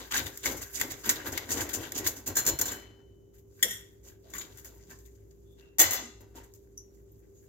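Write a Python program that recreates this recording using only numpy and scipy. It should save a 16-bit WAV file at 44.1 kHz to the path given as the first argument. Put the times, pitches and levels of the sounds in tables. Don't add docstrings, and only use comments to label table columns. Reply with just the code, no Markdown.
import sys
import numpy as np
from scipy import signal
from scipy.fft import rfft, irfft
from scipy.io import wavfile

SR = 44100
rng = np.random.default_rng(int(sys.argv[2]) if len(sys.argv) > 2 else 0)


def store_pcm(level_fs):
    pcm = np.round(np.clip(level_fs, -1, 1) * 32767).astype(np.int16)
    wavfile.write(sys.argv[1], SR, np.atleast_2d(pcm).T)


def gain_from_decibels(decibels):
    exponent = np.asarray(decibels, float) / 20
    return 10 ** exponent


N = 329899


def rms_one(x):
    return x / np.sqrt(np.mean(x ** 2) + 1e-20)


def shape(x, points, lag_s=0.):
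    size = 16384
    half = size // 2
    point_hz, point_db = np.transpose(points)
    hz = np.arange(half + 1) * SR / size
    db = np.interp(np.log(hz + 1), np.log(point_hz + 1), point_db)
    cepstrum = irfft(np.log(gain_from_decibels(db)), size)
    cepstrum[1:half] *= 2
    cepstrum[half + 1:] = 0
    delay = -2j * np.pi * hz * lag_s
    response = irfft(np.exp(rfft(cepstrum) + delay), size)[:half]
    response = response.reshape((1,) * (x.ndim - 1) + (-1,))
    return signal.fftconvolve(x, response, axes=-1)[..., :N]


def highpass(x, hz):
    return signal.sosfilt(signal.butter(2, hz, "high", fs=SR, output="sos"), x)


def lowpass(x, hz):
    return signal.sosfilt(signal.butter(2, hz, fs=SR, output="sos"), x)


def resonate(x, hz, width_hz):
    r = np.exp(-np.pi * width_hz / SR)
    feedback = [1, -2 * r * np.cos(2 * np.pi * hz / SR), r * r]
    return signal.lfilter(np.array([1, 0, -1]) * (1 - r * r) / 2, feedback, x)


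def strike(times, dbs, modes, spread_db):
    luck = rng.standard_normal((len(times), len(modes)))
    out = np.zeros(N)
    for (hz, db, t60), chance in zip(modes, luck.T):
        clicks = np.full(N, 1e-18)
        clicks[(times * SR).astype(int)] = gain_from_decibels(dbs + db + spread_db * chance)
        r, w = gain_from_decibels(-60 / (t60 * SR)), 2 * np.pi * hz / SR
        out += signal.lfilter([0, np.sin(w)], [1, -2 * r * np.cos(w), r * r], clicks)
    return out


def bursts(times, dbs, rises, t60s):
    out = np.zeros(N)
    for s, db, rise, t60 in np.broadcast(times, dbs, rises, t60s):
        rise, t60 = max(rise, 2e-4), max(t60, .01)
        start = int(s * SR)
        t = np.arange(min(round((rise + t60) * SR), N - start)) / SR
        swell = np.sin(np.pi / 2 * np.minimum(t / rise, 1))
        fade = gain_from_decibels(-60 * np.maximum(t - rise, 0) / t60)
        out[start:start + len(t)] += gain_from_decibels(db) * swell * fade
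    return out


def grains(per_s, spread_db, apart=0.96):
    sizes = gain_from_decibels(spread_db * np.minimum(rng.exponential(1, N), 5)) * rng.choice([-1, 1], N)
    clicks = sizes * (rng.random(N) < per_s / SR)
    return rms_one(clicks * (1 + apart * rng.standard_normal((2, N))))


def drift(per_s, count):
    knots = rng.standard_normal((count, 400))
    return [np.interp(np.arange(N) * per_s / SR, np.arange(400), row) for row in knots]


def crumbs(per_s, spectrum, cycles, patchy_db):
    hz, db = np.transpose(spectrum)
    pitches = np.geomspace(hz[1], hz[-2], num=10)
    levels = np.interp(np.log(pitches), np.log(hz), db)
    clicks = grains(per_s, 2.2)
    dealt = rng.integers(0, 10, N)
    out = np.zeros((2, N))
    for k, slow in enumerate(drift(25, count=10)):
        ringing = resonate(clicks * (dealt == k), pitches[k], pitches[k] / cycles)
        out += gain_from_decibels(levels[k] + patchy_db * slow) * ringing
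    return rms_one(out)


def rubbed(noise, rows, width_share):
    out = np.zeros(noise.shape)
    for s, db, hz, rise, t60 in rows:
        span = slice(max(int(s * SR) - 2000, 0), int(s * SR) + SR)
        width_hz = width_share * hz
        tone = resonate(resonate(noise[..., span], hz, width_hz), hz, width_hz)
        out[..., span] += bursts([s], db, rise, t60)[span] * rms_one(tone)
    return out


# start_s, swell_s, grate_shaking_db, fade_t60_s, coarse_crumbling_db (relative to the shaking)
STROKES = [(0, 0.0016, -41, 0.39, -1.5), (0.109, 0.081, -34.5, 0.42, -1), (0.423, 0.07, -35, 0.59, -10),
           (0.722, 0.12, -40, 0.67, -8), (1.04, 0.047, -37.5, 1.35, -3), (1.239, 0.045, -35.5, 0.25, -12),
           (1.32, 0.019, -38.5, 0.64, -0.5), (1.477, 0.052, -35.5, 0.87, -13.5),
           (1.56, 0.023, -32.5, 0.3, -1.5), (1.72, 0.042, -38, 1.36, -25), (6.2, 0.015, -50.5, 0.31, -21.5),
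           (1.93, 0.077, -39, 0.39, -3.5), (2.04, 0.019, -50, 1.1, -20), (2.26, 0.031, -36.5, 0.34, -15.5),
           (2.358, 0.04, -36.5, 0.35, 0), (2.44, 0.06, -31, 0.19, -4.5), (2.588, 0.016, -38, 0.92, 0),
           (2.659, 0.053, -47, 0.36, 0.5), (4.03, 0.048, -59, 0.27, -1.5), (3.62, 0.014, -48, 0.59, 6),
           (4.221, 0.23, -52, 0.45, -3), (4.641, 0.022, -57, 1.2, -15), (4.88, 0.044, -63, 0.3, -11),
           (5.56, 0.052, -65.5, 0.6, 5), (6.34, 0.049, -47.5, 0.32, -7.5)]
# start_s, level_db, coarse_db (relative), t60_s
BITES = [(0.107, -24, -5, 0.088), (0.1343, -19.5, -0.5, 0.1), (.1612, -19.5, -14.5, 0.11),
         (0.2577, -28.5, -5.5, 0.061), (0.4299, -26, -9.5, 0.12), (0.45, -21, -4.5, 0.11),
         (0.507, -30, -30.5, 0.093), (0.563, -32, -32, 0.12), (0.612, -23.5, -14, 0.072),
         (.727, -27, -11.5, 0.24), (0.7957, -22.5, -11, 0.06), (0.81, -19, -3.5, 0.045),
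         (0.897, -31, -2.5, 0.11), (1.032, -30, -4, 0.2), (1.0909, -9, -8.5, 0.03), (1.101, -18, -6, 0.048),
         (1.2563, -28.5, 1.5, 0.087), (1.319, -24, -31.5, 0.055), (1.373, -26, -1.5, 0.033),
         (1.4854, -28, -8.5, 0.13), (1.5075, -22, -19, 0.14), (1.5666, -26.5, -39, 0.077),
         (1.598, -21.5, -7.5, 0.1), (1.688, -30.5, -9, 0.093), (1.7278, -18, -17.5, 0.11),
         (1.801, -29, -7, 0.19), (1.946, -25, -20, 0.094), (1.975, -18.5, -20.5, 0.055),
         (2.037, -24.5, -11, 0.12), (2.061, -13.5, -19.5, 0.088), (2.154, -32.5, -18.5, 0.12),
         (2.2594, -21.5, -13.5, 0.12)]
# start_s, level_db, coarse_db (relative), t60_s
TOUCHES = [(2.6556, -36, -13, 0.058), (2.716, -39, -20, 0.27), (3.33, -52, -14, 0.14),
           (3.376, -53, -20, 0.081), (4.028, -47.5, -26, 0.2), (4.069, -48, -16, 0.17),
           (4.2966, -43, -33, 0.053), (4.333, -36.5, -7.5, 0.18), (4.3795, -27.5, -19, 0.031),
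           (4.406, -39, -1.5, 0.059), (4.572, -43, -17, 0.084), (4.5865, -55, -32, 0.11),
           (4.6453, -39, -12, 0.081), (4.8913, -39, -9.5, 0.14), (4.9856, -56, -35, 0.11),
           (5.051, -47.5, -22, 0.075), (5.1487, -58, -20, 0.069), (5.305, -58.5, -20, 0.059),
           (6.205, -49, -5, 0.028), (6.356, -39, -11.5, 0.087), (6.43, -47.5, -19, 0.087),
           (6.539, -48, -43, 0.11), (6.93, -59, -30.5, 0.14)]
# time_s, level_db
CONTACT = [(0, -46), (1.6, -46.5), (2.2, -59), (2.7, -41), (2.899, -96.5), (3.45, -77), (3.609, -50.5),
           (3.97, -66.5), (4.18, -75), (4.35, -51), (4.8, -56), (5.4, -69), (5.599, -66), (5.779, -89.5),
           (6.301, -72), (6.75, -65.5), (7.25, -68), (7.48, -61)]
# pitch_hz, level_db (per Hz)
FINE = [(3500, -36), (5000, 3.5), (7000, 2.5), (12000, 4), (15500, 2.5), (16000, -3.5)]
# pitch_hz, level_db (per Hz)
COARSE = [(450, -30.5), (700, -13), (1800, 4), (2600, -14), (3500, 3.5), (4600, -9.5), (6000, -19.5)]


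def crust():
    s, swell, push_db, fade, coarse_db = np.transpose(STROKES)
    at, db, rel_db, t60 = np.transpose(BITES + TOUCHES)
    pan_db = 5 * rng.standard_normal(len(at))
    fine = crumbs(12000, FINE, cycles=1.8, patchy_db=6.0)
    coarse = crumbs(4000, COARSE, cycles=5.1, patchy_db=6.0)

    touch = gain_from_decibels(np.interp(np.arange(N) / SR, *np.transpose(CONTACT)) - 13.0)
    steady_fine = touch + bursts(s, push_db - 17, swell, 0.2 * fade)
    steady_coarse = gain_from_decibels(-7) * touch + bursts(s, push_db + coarse_db - 8.5, swell, 0.81 * fade)

    def snaps(level_db):
        return np.array([bursts(at, level_db + side * pan_db, 0.16 * t60, t60) for side in (.5, -.5)])

    snap_fine, snap_coarse = snaps(db - 16.5), snaps(db + rel_db - 9.0)
    return (steady_fine + snap_fine) * fine + (steady_coarse + snap_coarse) * coarse


# pitch_hz, width_hz, level_db
GRATE = [(266, 83, 4.5), (327, 100, 2.5), (444.3, 190, -6), (606, 42, -16)]


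def grate():
    s, swell, db, fade, _ = np.transpose(STROKES)
    pushes = grains(900, 1.4, apart=0.3)
    shaking = np.zeros((2, N))
    for (hz, width_hz, level_db), slow in zip(GRATE, drift(12, count=len(GRATE))):
        shaking += gain_from_decibels(level_db + 4.1 * slow) * rms_one(resonate(pushes, hz, width_hz))
    rocking = rms_one(resonate(pushes.sum(axis=0), 95, 33))
    shaken = bursts(s, db - 6.5, swell, fade) * rms_one(shaking)
    rocked = bursts(s + 0.0063, db - 12.5, 1.7 * swell, .7 * fade) * rocking
    return shaken + rocked


# start_s, level_db, pitch_hz, rise_s, t60_s
RUBS = [(4.238, -57.5, 654, 0.03, 0.13), (4.335, -54.5, 7000, 0.0028, 0.15),
        (4.381, -48.5, 7000, .0026, 0.16), (4.9, -63, 1760, 0.037, 0.08), (4.9, -61.5, 1050, 0.045, 0.14),
        (5.44, -76, 3500, 0.099, .3), (5.58, -71.5, 2730, 0.061, 0.52), (6.774, -48.5, 5910, 0.0023, .14),
        (6.776, -49, 11370, 0.00064, 0.043), (7.117, -63, 14000, .001, 0.042),
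        (7.33, -77.5, 6620, 0.053, .3), (4.339, -49, 1140, 0.0021, 0.16), (4.345, -62, 2250, .01, 0.22),
        (4.36, -62, 3650, .03, .2), (4.9, -83, 3000, 0.035, .1), (6.208, -72, 12800, 0.0089, 0.067),
        (0, -53, 1025, .003, .15), (6.361, -55, 920, 0.018, 0.19)]


def rubs():
    return rubbed(grains(8700, 0.97), RUBS, width_share=0.078)


# pitch_hz, level_db (per Hz)
ROOM_TONE = [(20, -42), (36, -17.5), (52, -4), (72, -0.5), (229, -11.5), (354, -6), (394, -5), (451, -13),
             (531, -16), (641, -27), (1560, -41.5), (3200, -48), (4740, -49), (6740, -35.5), (9320, -56.5),
             (12500, -39), (16000, -46.5)]
# pitch_hz, level_db (rms), unsteady_share
HUM = [(58.1, -61.5, 0.67), (103.6, -68, 0.94), (396.6, -62, 0.036)]


def room_tone():
    mid, side = shape(rng.standard_normal((2, N)), ROOM_TONE)
    side = shape(side, [(50, -20.5), (120, -2.5), (250, -4.5), (700, 3.5), (2000, 0.5)])
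    rumble = gain_from_decibels(-54.5 - 6.5) * np.array([mid + side, mid - side]) / np.std(mid)

    t, wobble = np.arange(N) / SR, drift(16, count=6)
    hum = np.zeros(N)
    for k, (hz, db, share) in enumerate(HUM):
        in_phase = (1 + share * wobble[k]) * np.sin(2 * np.pi * hz * t)
        out_of_phase = share * wobble[k + 3] * np.cos(2 * np.pi * hz * t)
        hum += gain_from_decibels(db) * np.sqrt(2) * (in_phase + out_of_phase)
    return rumble + hum


# start_s, level_db, coarse_db (relative)
CRACKS = [(0.143, -25.5, -16), (0.1725, -14, -21), (0.374, -25.5, -13.5), (0.4585, -11.5, -5.5),
          (0.617, -33.5, -31), (0.813, -10.5, -7.5), (0.92, -22, -13.5), (1.093, -2.5, -12),
          (1.0982, -6.5, -12.5), (1.377, -18.5, -4.5), (1.507, -17.5, -10), (1.6917, -24.5, -12),
          (1.9205, -19.5, -9.5), (1.9782, -19, -32.5), (2.065, -20, 4.5), (2.6132, -14.5, -20),
          (3.6268, -8, -17.5), (3.6306, -4.5, -18.5), (4.3373, -27.5, -3.5), (4.573, -37, -14),
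          (4.586, -41, -8), (4.6467, -28, -17), (4.9879, -41, -23), (6.356, -39, -24), (6.538, -37.5, -34)]
# pitch_hz, level_db, t60_s
CRACK_BODY = [(1750, -11, 0.01), (1860, 0.5, .04), (2140, 0, 0.055), (2460, -10, 0.0083),
              (3490, -0.5, 0.026), (3930, -5.5, 0.017)]


def cracks():
    at, db, rel_db = np.transpose(CRACKS)
    t60_s = 0.012
    bright, coarse = (rms_one(shape(grains(15000, 1.7), spectrum)) for spectrum in (FINE, COARSE))
    click = np.zeros(N)
    click[(at * SR).astype(int)] = gain_from_decibels(db - 3.0)
    splinters = bursts(at, db - 13.0, 0.00032, t60_s) * bright
    splinters = splinters + bursts(at, db + rel_db - 18, 0.00023, t60_s) * coarse
    return splinters + shape(click, FINE) + strike(at, db + rel_db - 16.0, CRACK_BODY, spread_db=4.0)


# start_s, pitch_hz, level_db, t60_s, left_over_right_db
LONG_RINGS = [(2.268, 4156, -51, .4, 6), (2.369, 4156, -37, .3, -2), (2.465, 4156, -41, .5, -3),
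              (2.613, 4156, -45, .6, -2), (2.49, 3021, -52, .6, 8), (2.612, 3021, -52, .7, 8),
              (2.717, 3021, -55, 1.1, 8), (6.78, 5713, -61, .45, 6), (6.78, 5582, -66, .35, 3),
              (6.78, 6728, -66, .4, 0), (5.91, 2729, -49.5, .65, 6), (5.91, 3840, -52, .65, 4),
              (5.82, 4156, -45, .6, -4), (5.91, 1233, -49, .55, 3)]


def long_rings():
    out = np.zeros((2, N))
    for s, hz, db, t60, pan_db in LONG_RINGS:
        ring = strike(np.array([s]), 0, [(hz, db, t60)], spread_db=0)
        out += ring * gain_from_decibels(np.array([[pan_db / 2], [-pan_db / 2]]))
    return out


# start_s, level_db, ring_db (relative), rise_s, scrape_t60_s
PLATE_TICKS = [(2.3536, -28, -10, 0.0045, 0.1), (2.367, -17.5, -9.5, 0.0029, 0.094),
               (2.384, -30, -19, 0.0036, 0.13), (2.4506, -31.5, -17, .001, .06),
               (2.464, -17.5, -21.5, .001, 0.057), (2.473, -21, -15, 0.0042, 0.048),
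               (2.487, -20.5, -14, 0.0009, 0.045), (2.494, -26.5, -15, .003, 0.029),
               (2.5885, -20, -20.5, 0.00081, 0.054), (2.611, -19, -21, 0.0034, 0.064),
               (2.655, -29, -9.5, 0.003, 0.089), (2.6805, -33.5, -7, 0.0024, 0.092),
               (2.716, -32, -14, 0.0031, .09)]
# pitch_hz, level_db, t60_s
PLATE = [(1630, -8, 0.019), (3494, -19.5, 0.08), (5160, -21.5, 0.11), (5970, -13.5, 0.09),
         (7000, -11, 0.14), (7170, -14.5, 0.22), (7440, -14, 0.065), (12460, -16, .1), (12800, -17, 0.08),
         (13900, -20.5, .09), (14640, -12.5, .08)]


def plate():
    at, db, ring_db, rise, t60 = np.transpose(PLATE_TICKS)
    grit = grains(8000, 0.82)
    bright = rms_one(shape(grit, [(800, -3.5), (2000, -12), (7000, 0.5), (16000, -0.5)]))
    sung = sum(gain_from_decibels(level_db) * rms_one(resonate(grit, hz, 9.5 / ring)) for hz, level_db, ring in PLATE)
    scrape = bursts(at, db - 8, rise, t60) * (bright + gain_from_decibels(-9.0) * rms_one(sung))
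    return scrape + strike(at, db + ring_db, PLATE, spread_db=4.0)


# start_s, level_db, t60_s
KNOCK = [
    (3.6269, -4.5, 0.09),
    (3.683, -24.5, 0.19),
    (3.705, -25, 0.33),
]
# pitch_hz, width_hz, level_db
KNOCK_BODY = [(1880, 320, 4), (3326, 560, 4.5), (5600, 500, 1), (7000, 1200, -9.5), (8700, 1300, 0.5),
              (9940, 670, 0), (13300, 500, -7), (12600, 500, -5.5), (14800, 570, -12)]


def knock():
    at, db, t60 = np.transpose(KNOCK)
    rattle = grains(6500, 0.7)
    body = np.zeros((2, N))
    for k, (hz, width_hz, level_db) in enumerate(KNOCK_BODY):
        tone = resonate(resonate(rattle, hz, width_hz), hz, 0.73 * width_hz)
        body += (-1) ** k * gain_from_decibels(level_db) * tone
    return bursts(at, db - 14.5, 0.0011, t60) * rms_one(body)


# start_s, level_db, pitch_hz, rise_s, t60_s
THUDS = [(3.64, -50.5, 190, 0.033, 0.48), (3.63, -43.5, 460, .02, .25), (4.9, -58.5, 86, .06, 0.28),
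         (5.8, -47.5, 87, 0.071, 0.3), (5.98, -43.5, 234, 0.044, 0.31), (4.34, -56.5, 180, 0.027, 0.2),
         (4.86, -53, 100, 0.028, .2)]


def thuds():
    return rubbed(rng.standard_normal(N), THUDS, width_share=.4)


# start_s, level_db, rise_s, t60_s
TRAY_HITS = [(5.784, -11, 0.0013, 0.16), (5.793, -4, 0.0018, 0.06), (5.7985, -1.5, 0.002, 0.092),
             (5.809, -8.5, .001, .07), (5.8166, -13, 0.002, 0.17), (5.9069, -12.5, 0.002, 0.12),
             (5.929, -15, 0.0058, 0.082), (5.951, -23.5, 0.0061, 0.12)]
# pitch_hz, level_db (per Hz)
TRAY = [(140, -36), (230, -17.5), (783, -6.5), (902, -10.5), (3240, -16), (6950, -6.5), (7730, -6.5),
        (8910, -32.5), (9730, -1), (12900, -7.5), (16000, -4.5)]
# pitch_hz, width_hz, level_db
TRAY_SHEET = [(2030, 70, -2), (3000, 60, -6.5), (3500, 50, -3), (4150, 50, 0.5), (4670, 80, -7.5),
              (5300, 60, -4), (5950, 67, -5.5), (6200, 73, -4), (6720, 60, -2.5), (7530, 28, 3.5),
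              (13140, 60, -4), (13310, 40, -2), (13700, 40, -1.5), (14180, 34, -0.5)]
# pitch_hz, level_db, t60_s
TRAY_MODES = [(247, -14.5, 0.3), (328, -12.5, 0.21), (540, -13.5, 0.22), (760, -14, 0.28),
              (799, -12.5, 0.55), (1035, -19.5, 0.25), (1330, -18.5, 0.12), (1876, -6.5, 0.25),
              (2200, -11.5, 0.15), (3420, -19, 0.18), (6400, -19, 0.1), (8700, -6.5, .06),
              (13200, -12.5, .08)]


def tray():
    at, db, rise, t60 = np.transpose(TRAY_HITS)
    span = slice(int(at[0] * SR) - 2000, int(at[0] * SR) + SR)
    rattle = grains(15000, 1.0)[:, span]
    lines = sum(gain_from_decibels(level_db) * rms_one(resonate(rattle, hz, width_hz))
                for hz, width_hz, level_db in TRAY_SHEET)
    sheet = rms_one(shape(rattle, TRAY)[:, :rattle.shape[1]]) + gain_from_decibels(-7.5) * rms_one(lines)
    low = lowpass(sheet, 4500)
    high_envelope = bursts(at, db - 17.5, rise, 1.1 * t60)[span]
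    low_envelope = bursts(at, db - 21, 3 * rise, 3.46 * t60)[span]
    crash = np.zeros((2, N))
    crash[:, span] = high_envelope * (sheet - low) + low_envelope * low
    return crash + highpass(strike(at, db - 26.5, TRAY_MODES, spread_db=2.5), 190)


def kitchen(x):
    walls_t60_s, counter_t60_s = 0.44, 0.025
    t = np.arange(SR // 2) / SR
    near, far = rng.standard_normal((2, 2, len(t))) * (1 - np.exp(-t / 0.00051))
    dull = lowpass(far, 4000)
    far = dull * gain_from_decibels(-60 * t / walls_t60_s) + (far - dull) * gain_from_decibels(-60 * t / (.6 * walls_t60_s))
    near = near * gain_from_decibels(-60 * t / counter_t60_s)
    tail = gain_from_decibels(-8.5) * rms_one(far) + gain_from_decibels(-4) * rms_one(near)
    tail = highpass(tail, 500) / np.sqrt(len(t))
    return signal.fftconvolve(x, tail, axes=1)[:, :N]


# pitch_hz, level_db
LEFT_OVER_RIGHT = [(60, -10.5), (110, -5.5), (200, 4.5), (380, 6.5), (700, 3), (1290, 5.5), (2380, 10.5),
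                   (4400, 4.5), (8120, -2), (15000, 6)]
# pitch_hz, level_db
MIC = [(20, 3), (4500, -1), (5500, 3), (7000, 10.5), (8000, -1), (8700, -8.5), (9150, -10), (9600, -3.5),
       (10500, -4.5), (11500, 1.5), (13200, 8.5), (15750, -1), (16050, -21.5), (16800, -39.5)]


def scene():
    close = crust() + cracks() + plate() + knock() + tray() + rubs()
    left = shape(close[0], [(hz, db / 2) for hz, db in LEFT_OVER_RIGHT])
    right = shape(close[1], [(hz, -db / 2) for hz, db in LEFT_OVER_RIGHT], lag_s=.00012)
    shaking = grate() * gain_from_decibels(np.array([[1.5], [-1.5]]))
    heard = np.array([left, right]) + kitchen(close + shaking) + shaking
    return shape(heard, MIC) + long_rings() + room_tone() + thuds()


def band_limit(x):
    return signal.sosfilt(signal.butter(12, 16820, fs=SR, output="sos"), x)


def record(dry):
    return band_limit(np.tanh(dry))


dry = scene()
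out = record(dry)
store_pcm(out)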